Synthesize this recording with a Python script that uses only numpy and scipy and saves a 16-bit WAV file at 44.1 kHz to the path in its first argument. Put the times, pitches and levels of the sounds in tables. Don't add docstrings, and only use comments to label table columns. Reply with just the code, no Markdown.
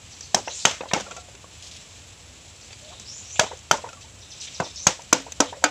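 import sys
import numpy as np
from scipy import signal
from scipy.fft import rfft, irfft
from scipy.io import wavfile
from scipy.ndimage import uniform_filter1d

SR = 44100
rng = np.random.default_rng(int(sys.argv[2]) if len(sys.argv) > 2 else 0)


def field_ratio(decibels):
    return 10 ** (np.asarray(decibels, dtype=float) / 20)


def inscribe(sig):
    pcm = np.round(np.clip(np.atleast_2d(sig).T, -1, 1) * 32767)
    wavfile.write(sys.argv[1], SR, pcm.astype(np.int16))


N = 251370

# t/s, wood peak level/dB, handle and blade re wood level/dB, wood mode under the edge f/Hz
BLOWS = [
    (0.3444, -6, -8.5, 7, 766),
    (0.651, -3.5, 0, 4.5, 1459),
    (0.9335, -7.5, -4, -1.5, 854),
    (3.3934, -6.5, -0.5, 5, 640),
    (3.7107, 0, -8.5, -3, 1350),
    (4.5999, -9, -13, -11, 599),
    (4.867, -3.5, -10, 8, 863),
    (5.127, -4, -8, 8.5, 1077),
    (5.402, -3.5, -21.5, 4.5, 555),
    (5.639, -1, -8.5, 0.5, 1424),
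]
# f/Hz, level/dB, t60/s
THUDS = [
    (204, -18, 0.0428),
    (190, -25, 0.0267),
    (199.5, -16, 0.032),
    (148.4, -20, 0.0175),
    (158.4, -24, 0.054),
    (165, -17, 0.041),
    (173.4, -18.5, 0.0463),
    (325, -12, 0.057),
    (289.5, -11, 0.082),
    (306, -17.5, 0.142),
]
# emphasis level/dB, handle f/Hz, blade f/Hz, split fibre level/dB
SPOTS = [
    (14.34, 3160, 5525, -44),
    (18.3, 3184, 7340, -51),
    (6.03, 2830, 4200, -46.5),
    (2, 3420, 5444, -27),
    (23.9, 3240, 6500, -21.5),
    (5, 2664, 6800, -53.5),
    (6, 2983, 6980, -41.5),
    (7.9, 2412, 6800, -41),
    (14.3, 2900, 5700, -45.5),
    (10.1, 2433, 4400, -28.5),
]
# level/dB, bass level/dB, handle range level/dB, blade range level/dB, t60/s
TAILS = [
    (-22, 1.5, -8.5, 4.5, 0.252),
    (-24.5, 1.5, 8.5, 9, 0.345),
    (-24.5, 4, 0, 2.5, 0.371),
    (-21.5, -13, 1.5, 4.5, 0.2665),
    (-19.5, -7, -4.5, 0, 0.2765),
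    (-23.5, 4.5, -11.5, -10.5, 0.2155),
    (-24, 3, 6.5, 10, 0.244),
    (-24, 5.5, 2.5, 5.5, 0.295),
    (-18.5, 2, -4, -1.5, 0.2465),
    (-17, -17, 0.5, -3, 0.176),
]
# t/s, f/Hz, level/dB, t60/s
WALL_MODES = [(.345, 439, -28.5, 0.018), (.345, 1770, -20, 0.0285), (.652, 2163, -17, .02),
              (.652, 2715, -17.5, 0.015), (.653, 3184, -15, 0.048), (.934, 1450, -16.5, 0.019),
              (.935, 3944, -25.5, 0.0157), (.935, 5680, -11.5, 0.0116), (3.395, 826, -13, 0.0224),
              (3.394, 1691, -12, 0.041), (3.394, 2290, -18.5, 0.026), (3.41, 640, -14, 0.092),
              (3.712, 615, -18.5, 0.028), (3.711, 1050, -13.5, 0.021), (3.711, 2190, -14, 0.0158),
              (4.599, 1315, -29, 0.022), (4.601, 2760, -30.5, 0.02), (4.601, 3660, -41.5, 0.0156),
              (4.868, 699, -12, 0.0228), (4.868, 1522, -14.5, 0.0194), (4.868, 2030, -20, 0.0234),
              (4.869, 3540, -19, 0.0193), (4.88, 519, -28, 0.17), (5.127, 1353, -9, 0.02),
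              (5.649, 1480, -21, 0.094), (.652, 1900, -17, .03), (3.394, 728, -17.5, 0.033),
              (3.712, 501, -20.5, 0.026), (3.711, 4735, -14, 0.014), (4.872, 1350, -18, .06),
              (5.129, 2297, -21.5, 0.034), (5.13, 1456, -22, 0.098), (5.135, 505, -26, 0.178),
              (5.13, 1700, -25.5, .07), (5.405, 1296, -22, 0.098), (5.405, 1431, -19, 0.067),
              (5.404, 432.3, -23.5, 0.081), (5.406, 2429, -29, 0.093), (5.405, 6136, -12, 0.037),
              (5.64, 1580, -17, .06), (5.641, 1277, -19, 0.108), (5.643, 2439, -20.5, 0.103),
              (5.64, 4780, -18.5, 0.079), (5.642, 499, -24, 0.185), (5.642, 433.3, -20.5, 0.124),
              (5.648, 759.8, -23.5, 0.148)]
# t/s, f/Hz, level/dB, t60/s
LOOSE_MODES = [(.4755, 894, -21, 0.03), (0.4787, 1754, -24, 0.0216), (.479, 2064, -28, 0.039),
               (0.4807, 2668, -24.5, 0.0226), (.513, 4000, -29, 0.0123), (.81, 898, -29, 0.0315),
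               (.834, 805, -28, 0.0495), (.878, 544, -38, 0.056), (.914, 1003, -27.5, 0.052),
               (1.064, 1378, -37.5, 0.053), (1.111, 1385, -35, 0.049), (1.345, 403, -44, 0.077),
               (2.915, 376.4, -46, 0.071), (3.212, 935, -45, 0.039), (5.57, 540, -39, .12),
               (3.362, 696, -42.5, .04), (3.888, 1395, -37.5, 0.064), (3.89, 2550, -41.5, 0.052),
               (3.93, 1350, -39, 0.062), (3.932, 551, -41, 0.039), (3.97, 1142, -46.5, 0.116),
               (4.013, 2600, -42.5, .03), (4.045, 904, -46.5, .06), (4.76, 6200, -28, 0.0216),
               (5.266, 785, -37.5, 0.0214), (5.321, 6910, -20.5, 0.013)]
# t/s, level/dB, f/Hz
HOPS = [(0.386, -22, 754), (0.821, -30.5, 700), (.946, -17, 2200), (.963, -14, 830), (3.433, -17, 801),
        (3.465, -27, 957), (3.741, -27.5, 896), (3.782, -26, 980), (3.862, -27.5, 944), (4.621, -26.5, 991),
        (4.896, -39, 780), (4.928, -40, 1700), (5.66, -23, 740)]
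# t/s, wood peak level/dB, handle re wood level/dB, wood f/Hz, rattle re wood level/dB
KNOCKS = [(0.476, -30, -19, 986, -13.5), (0.807, -20.5, -4, 513.3, -9.5), (0.834, -33, -40, 810, -6.5),
          (0.856, -25, -23.5, 520, -17), (0.912, -23, 1, 956, -14), (1.068, -33, -10.5, 431, -7),
          (1.115, -36, 6.5, 730, -2.5), (1.168, -46.5, 12.5, 680, 2), (1.284, -46, -11.5, 515, -1),
          (1.442, -31, -15.5, 573, -19), (2.705, -45.5, 12, 406, -12), (2.93, -51, -12, 774, 2),
          (2.998, -48, -9, 460, -5), (4.664, -28, -12.5, 487, -18), (5.282, -35, -11.5, 519.7, -15.5)]
# t/s, level/dB
RETURNS = [
    (.474, -30.5),
    (3.511, -32),
    (3.838, -31),
    (4.99, -39.5),
    (5.263, -39),
    (5.524, -31.5),
    (5.621, -41),
]
# t/s, peak level/dB, handle re peak level/dB, wood re peak level/dB
TICKS = [(0.2079, -22, -24, -31.5), (0.711, -20.5, 8, -10.5), (0.887, -37, 5.5, -7), (1, -23, 1.5, 3.5),
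         (1.008, -20, 0.5, 4), (1.1098, -25, -2, 4), (1.166, -26, -2.5, 5), (1.3513, -32.5, 4, -2),
         (2.7298, -35, 10.5, -2.5), (2.8475, -39.5, 5.5, -12.5), (2.9978, -27, -21, -24),
         (3.209, -40.5, -20.5, -17.5), (3.357, -41, 14.5, 5), (3.573, -31, -32, -30),
         (3.591, -30.5, -24, -19.5), (3.772, -26, -5.5, -12), (3.89, -33.5, 3.5, 6.5),
         (3.93, -31, -1.5, -4), (5.0192, -26.5, -10, -22.5), (5.322, -22.5, 0.5, -7)]
# t/s, f/Hz, t60/s, level/dB
HUMS = [(0.36, 226, .18, -31), (.99, 200, .3, -42), (1.0, 716, .45, -38), (1.064, 1365, .12, -48),
        (1.08, 1130, .35, -45), (1.172, 716, .4, -43), (1.175, 510, .15, -45), (1.17, 1362, .14, -42),
        (1.17, 2449, .15, -47), (3.0, 195, .1, -46), (3.53, 540, .15, -42), (3.73, 511, .2, -36),
        (3.732, 1416, .15, -37), (3.851, 430, .2, -47), (3.9, 700, .5, -44), (5.135, 272, .3, -28),
        (5.42, 275, .3, -32), (5.425, 500, .3, -37)]
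# t/s, level/dB
SNAPS = [(.157, -57), (.2084, -55), (.4354, -56), (0.9346, -34), (1.0061, -48), (1.1107, -58),
         (1.1616, -54), (1.5813, -51), (2.0712, -51.5), (2.9964, -46), (3.9305, -60.5), (4.2393, -56.5),
         (4.6001, -48), (5.018, -45), (5.219, -50.5), (5.3213, -39), (5.5727, -59), (5.6397, -23.5)]
# f/Hz, t60/s, level/dB
WOOD = [(548, 0.058, -20.5), (640, 0.01, -24), (765.7, 0.0303, 7.5), (991, 0.0281, 10.5),
        (1350, 0.071, 4.5), (1523.5, 0.0383, 15)]
HANDLE = [(2200, 0.109, 2.44), (2677, 0.0202, 19.4), (3200, 0.0087, 17.8), (3610, 0.00514, 24.8)]
BLADE = [(5360, 0.016, -21.5), (4917, 0.082, -5), (5700, 0.024, 4), (6348.5, 0.01325, 20),
         (6569, 0.0192, 11), (7228, 0.0089, 19.5), (7500, 0.0145, 1.5), (8500, .01, -57.5)]
# f/Hz, level/dB
RATTLE = [(47, -54.5), (80, -16.5), (271, -3), (369, -5.5), (615, 1), (958, -3), (1630, -8.5), (3320, -10),
          (4520, -15), (5900, -9.5), (7530, -12), (10000, -32.5), (16000, -28.5)]
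# f/Hz, level/dB
DULL = [(200, -33.5), (500, 3.5), (1000, -9), (2000, -13.5), (5000, -50.5)]
# t/s, level/dB, end f/Hz
CHIPS = [
    (0.116, -40, 4075),
    (0.221, -36, 4160),
    (2.611, -42, 4150),
    (4.006, -42, 2945),
    (4.208, -42, 3296),
    (4.303, -35, 3012),
    (4.40, -31.5, 3200),
    (4.541, -33.5, 3526),
    (4.634, -32, 3200),
    (4.758, -32.5, 3620),
]
# t/s, length/s, start f/Hz, end f/Hz, level/dB
SLURS = [
    (0.451, 0.151, 5350, 7422, -39.5),
    (2.905, 0.133, 3840, 3960, -54),
    (3.051, 0.1636, 4710, 7238, -42),
    (3.245, 0.0263, 5700, 5910, -42),
    (3.282, 0.1204, 5800, 7207, -40.5),
    (3.436, 0.059, 2800, 3777, -43.5),
    (4.744, 0.032, 4900, 5663, -40.5),
    (4.769, 0.0585, 5940, 6180, -36.5),
    (4.812, 0.084, 6200, 7740, -44),
]
# t/s, f/Hz, level/dB
COO = [
    (2.812, 529, -61),
    (2.826, 547.6, -45),
    (2.858, 651.4, -41.5),
    (2.89, 605, -46),
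    (2.908, 669, -45),
    (2.932, 750, -50),
    (2.955, 771, -61.5),
]
# t/s, length/s, centre f/Hz, width f/Hz, level/dB
SCUFFS = [(0.497, 0.026, 3620, 1300, -40.5), (0.534, 0.185, 6430, 2500, -42),
          (0.558, 0.085, 6880, 2800, -45), (0.592, 0.06, 4360, 1700, -39.5),
          (0.885, 0.0066, 3750, 1600, -38), (1.623, 0.059, 4950, 4500, -44),
          (1.711, 0.028, 4480, 4400, -45.5), (1.748, 0.0246, 4470, 4400, -44),
          (2.72, 0.0246, 2286, 380, -54), (2.725, 0.0075, 4650, 380, -45),
          (2.847, 0.0057, 4180, 1000, -44.5), (2.87, 0.172, 3580, 950, -53.5),
          (2.916, 0.0227, 880, 620, -52), (3.098, 0.107, 6400, 1800, -50),
          (3.357, 0.0124, 3090, 1600, -39.5), (4.215, 0.071, 3715, 380, -54.5),
          (4.41, 0.0446, 6410, 2600, -41), (4.415, 0.0334, 3550, 1600, -42.5),
          (4.47, 0.0119, 3100, 1900, -39), (4.765, .023, 3720, 520, -53), (5.47, 0.0334, 3430, 1050, -42)]
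# t/s, level/dB
RUSTLE = [(0.0, -55.5), (0.44, -54), (0.57, -47), (0.81, -58), (1.16, -53), (1.4, -61), (1.63, -54.5),
          (2.24, -57.5), (2.57, -56.5), (3.08, -54.5), (3.35, -52), (3.49, -57), (3.83, -55.5), (4.2, -60),
          (4.48, -50.5), (4.76, -54), (5.16, -56), (5.7, -56.5)]
# f/Hz, level/dB
LEAVES = [(530, -53), (900, -17), (2000, -13.5), (2450, -3.5), (2700, -4), (4050, -3.5), (4510, -6.5),
          (6930, -3.5), (7710, -2.5), (8800, -22.5), (11600, -34.5), (15450, -35.5)]
# f/Hz, level/dB
AIR = [(20, -40), (35, -10), (80, 5.5), (145, -5.5), (360, -12.5), (610, -11), (1420, -18), (2100, -16.5),
       (3000, -16), (4500, -25), (6800, -20.5), (7500, -14.5), (8600, -30), (11200, -30), (11800, -52.5),
       (15400, -37.5), (15550, -62)]


def hammer():
    blow_body, blow_fibres = blows()
    tick_body, tick_fibres = ticks()
    body = blow_body + hops() + wall_modes() + knocks() + returns() + tick_body + hums()
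    fibres = blow_fibres + tick_fibres + snaps()
    last = at(BLOWS[-1][0] - .01)
    body[last:] = band(body[last:], 275, 15300)
    main_body = band(body, 95.8, 6985)
    splitting = band(fibres, 3500, 13040, order=4)
    sheen = band(fibres + field_ratio(-31.5) * body, 13930, 14160, order=3)
    return main_body + splitting + field_ratio(8.5) * sheen


def blows():
    body, fibres = np.zeros(N), np.zeros(N)
    burst = fall(0.0099, 4000) + 0.063 * fall(0.108, 4000)
    for blow, thud, spot, tail in zip(BLOWS, THUDS, SPOTS, TAILS):
        s, db, handle_db, blade_db, wood_hz = blow
        thud_hz, thud_db, thud_t60 = thud
        spot_db, handle_hz, blade_hz, split_db = spot
        tail_db, bass_db, mid_db, top_db, tail_t60 = tail
        hit = strike(db, db + handle_db, db + blade_db, spot_db=spot_db, spot_hz=(wood_hz, handle_hz, blade_hz))
        add(body, s + 0.00038, hit)
        push = contact(0.001195, 0.0048, 0.065)
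        add(body, s, field_ratio(thud_db) * ring(push, [(thud_hz, thud_t60, 0)], detune=0))
        add(body, s + 0.0010044, field_ratio(tail_db) * rattle(tail_t60, RATTLE, bass_db, mid_db, top_db))
        add(fibres, s + 0.001, field_ratio(split_db) * rng.standard_normal(4000) * burst)
    return body, fibres


def strike(wood_db, handle_db, blade_db, shift=0.989, spot_db=0., spot_hz=()):
    wood_modes, handle_modes, blade_modes = list(WOOD), list(HANDLE), list(BLADE)
    if spot_hz:
        wood_modes.append((spot_hz[0], 0.01606, spot_db + 7.76))
        handle_modes.append((spot_hz[1], 0.0198, spot_db + 15.75))
        blade_modes.append((spot_hz[2], 0.0081, spot_db + 1.64))
    shove = .25 * contact(.0006, .0012, .2) - contact(.0004, .0012, .12, delay_s=.0007)
    wood = ring(shove, wood_modes, shift)
    handle = ring(contact(.0001, 0.001818, 0.373, delay_s=0.001324), handle_modes)
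    blade = ring(contact(.00006, 0.001534, 0.251, delay_s=0.0016), blade_modes)
    bite_s, ease_s, grip_db = 0.00338, .0007, -2
    grip = np.clip((np.arange(len(blade)) / SR - bite_s) / ease_s, 0, 1)
    return field_ratio(wood_db) * wood + field_ratio(handle_db) * handle + field_ratio(blade_db + grip_db * grip) * blade


def contact(push_s, chatter_s, chatter, delay_s=0.):
    t = np.maximum(np.arange(12000) / SR - delay_s, 0)
    push = np.where(t < push_s, np.sin(np.pi * t / push_s), 0)
    swell = t / chatter_s * np.exp(1 - t / chatter_s)
    return chatter * rng.standard_normal(len(t)) * swell - push


def ring(force, modes, shift=0.9808, spread_db=2.0, detune=0.0267):
    t = np.arange(len(force)) / SR
    body = np.zeros(len(t))
    for hz, t60, db in modes:
        gain_luck, pitch_luck = rng.standard_normal(2)
        pitch = hz * shift * (1 + detune * pitch_luck)
        body += field_ratio(db + spread_db * gain_luck) * fall(t60, len(t)) * np.sin(2 * np.pi * pitch * t)
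    y = signal.fftconvolve(force, body)[:len(t)]
    return y / np.abs(y).max()


def rattle(t60, points, bass_db=0., mid_db=0., top_db=0., rise_s=0.00091):
    count = 16000
    noise = colour(rng.standard_normal(count), points)
    bass, low, mid = (low_pass(noise, 2, hz) for hz in (400, 1500, 4300))
    rise = 1 - np.exp(-np.arange(count) / SR / rise_s)
    lows = (low + (field_ratio(bass_db) - 1) * bass) * field_ratio(2.5 * walk(150, count))
    lows = lows * fall(1.0, count)
    highs = field_ratio(mid_db) * (mid - low) + field_ratio(top_db) * (noise - mid)
    highs = highs * field_ratio(0.94 * walk(300, count))
    return rise * fall(t60, count) * (lows + highs)


def hops():
    out = np.zeros(N)
    first_hops = [(blow[0] + .0205, blow[1] - 13.5, 894) for blow in BLOWS]
    for s, db, hz in first_hops + list(HOPS):
        modes = [(hz, .03, 0), (0.633 * hz, .04, -4), (1.062 * hz, .025, -5)]
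        add(out, s, field_ratio(db) * ring(contact(0.000154, 0.00549, 0.1755), modes, detune=0.0073))
    return out


def wall_modes():
    out = np.zeros(N)
    for s, hz, db, t60 in list(WALL_MODES) + list(LOOSE_MODES):
        push = contact(.0001, 0.000915, 0.248)
        add(out, s, field_ratio(db) * ring(push, [(hz, t60, 0)], shift=0.9997, detune=0))
    return out


def knocks():
    out = np.zeros(N)
    for s, db, handle_db, hz, tail_db in KNOCKS:
        hit = strike(db, db + handle_db - 2.0, -56, shift=hz / 800, spot_db=5., spot_hz=(800, 2650, 6260))
        add(out, s, hit)
        add(out, s, field_ratio(db + tail_db) * rattle(0.133, DULL))
    return out


def returns():
    out = np.zeros(N)
    low_hz, high_hz = 361, 949.4
    for s, db in RETURNS:
        curve = [(0, low_hz, db - 8.5), (.003, (low_hz + high_hz) / 2, db), (.006, high_hz, db),
                 (.012, high_hz, db - 6.5), (.02, high_hz, db - 27)]
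        add(out, s, whistle(curve, 0.0143, 322))
        add(out, s + 0.003025, field_ratio(db - 4.5) * rattle(0.225, DULL))
    return out


def ticks():
    body, fibres = np.zeros(N), np.zeros(N)
    for s, db, handle_db, wood_db in TICKS:
        add(body, s - .0016, strike(db + wood_db - 9.5, db + handle_db - 7.0, db))
        add(fibres, s, field_ratio(db - 42) * rng.standard_normal(1000) * fall(.025, 1000))
    return body, fibres


def hums():
    out = np.zeros(N)
    for s, hz, t60, db in HUMS:
        modes = [(hz, t60, 0), (1.04 * hz, t60 / 2, -10)]
        hum = ring(contact(.00013, .005, .25), modes, shift=1, detune=0)
        add(out, s, field_ratio(db + 3 * walk(45, 12000)) * hum)
    return out


def snaps():
    out = np.zeros(N)
    for s, db in SNAPS:
        add(out, s, field_ratio(db) * rng.standard_normal(1000) * fall(0.0082, 1000))
    return out


def birds():
    calls = np.zeros(N)
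    for s, db, end_hz in CHIPS:
        add(calls, s, whistle(chip(db, end_hz), .04, 1500))
    for s, *call in SLURS:
        add(calls, s, whistle(slur(*call), .045, 500))
    count = at(.6)
    trees = rng.standard_normal(count) * (fall(0.44, count) + 1.75 * fall(0.021, count))
    scatter = signal.fftconvolve(calls, trees / np.linalg.norm(trees))[:N]
    out = field_ratio(-12) * calls + scatter
    start = COO[0][0]
    broken = field_ratio(-5 + 3 * walk(60, at(COO[-1][0] - start)))
    add(out, start, broken * whistle(COO, 0.03, 300))
    return out


def chip(db, end_hz):
    top_hz, fall_hz_per_s = 6275, 120000
    length = (top_hz - end_hz) / fall_hz_per_s
    knee_hz = end_hz + .3 * (top_hz - end_hz)
    return [(0, .9 * top_hz, db - 4), (.002, top_hz, db), (.005, .92 * top_hz, db - 1),
            (.5 * length, knee_hz, db - 5), (length, end_hz, db - 8)]


def slur(length, start_hz, end_hz, db):
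    climb_s = 0.73 * length
    attack_s, release_s = min(0.037, length / 3), max(length - 0.0175, length / 2)
    s = np.sort([0, attack_s, climb_s, release_s, length])
    pitch = np.interp(s, [0, climb_s], [start_hz, end_hz])
    return np.transpose([s, pitch, db + np.array([-3, 3, 0, -3.5, -3])])


def whistle(curve, flutter, flutter_rate):
    s, hz, db = np.transpose(curve)
    t = s[0] + np.arange(at(s[-1] - s[0])) / SR
    pitch = np.interp(t, s, hz) * (1 + flutter * walk(flutter_rate, len(t)))
    return np.sqrt(2) * field_ratio(np.interp(t, s, db)) * np.sin(2 * np.pi * np.cumsum(pitch) / SR)


def scuffs():
    out = np.zeros(N)
    for s, length, hz, width, db in SCUFFS:
        t = np.arange(at(length + 0.051)) / SR
        shape = np.minimum(t / 0.0016, 1) * np.exp(-np.maximum(t - length, 0) / 0.0136)
        grain = rng.standard_normal(len(t)) * field_ratio(2 * walk(162, len(t)))
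        brush = band(grain, hz - width / 2, hz + width / 2, order=3)
        add(out, s, field_ratio(db) * shape * brush / brush.std())
    return out


def rustle():
    db = np.interp(np.arange(N) / SR, *np.transpose(RUSTLE)) + 6.95
    scrapes = colour(rng.standard_normal(N) * field_ratio(1.33 * walk(90, N)), LEAVES)
    body = low_pass(scrapes, 4, 8500)
    top_db = -39.5 + 0.1355 * db
    return field_ratio(db) * body + field_ratio(top_db) * (scrapes - body)


def air():
    hiss = colour(rng.standard_normal(N), AIR) * field_ratio(-49.5 + 0.07 * walk(3.64, N))
    drone = band(rng.standard_normal(N), 45.1, 102.5)
    return hiss + drone / drone.std() * field_ratio(-54 + 0.5 * walk(42, N))


def at(s):
    return int(round(s * SR))


def add(out, s, x):
    x = x[:N - at(s)]
    out[at(s):at(s) + len(x)] += x


def fall(t60, count):
    return np.exp(-np.log(1000) * np.arange(count) / SR / t60)


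def walk(rate, count):
    k = int(SR / rate)
    steps = np.repeat(rng.standard_normal(count // k + 1), k)
    return uniform_filter1d(uniform_filter1d(steps, k), k)[:count] * 1.3


def colour(x, points):
    hz, db = np.transpose(points)
    f = np.maximum(np.arange(len(x) // 2 + 1) * SR / len(x), 1)
    gain = field_ratio(np.interp(np.log(f), np.log(hz), db, left=-90, right=-90))
    y = irfft(rfft(x) * gain, len(x))
    return y / y.std()


def band(x, lo_hz, hi_hz, order=2):
    return signal.sosfilt(signal.butter(order, [lo_hz, hi_hz], "bandpass", fs=SR, output="sos"), x)


def low_pass(x, order, hz):
    return signal.sosfiltfilt(signal.butter(order, hz, fs=SR, output="sos"), x)


def scene():
    return (hammer() + birds() + scuffs() + rustle() + air())[None]


def top_cut(x):
    return signal.sosfilt(signal.butter(12, 16630, fs=SR, output="sos"), x)


def record(dry):
    thin = signal.sosfilt(signal.butter(2, 60, "highpass", fs=SR, output="sos"), dry)
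    soft = thin / (1 + np.abs(thin) ** 8) ** (1 / 8)
    cut = signal.sosfiltfilt(signal.ellip(6, .1, 30, 15650, fs=SR, output="sos"), soft)
    return top_cut(cut)


dry = scene()
out = record(dry)
inscribe(out)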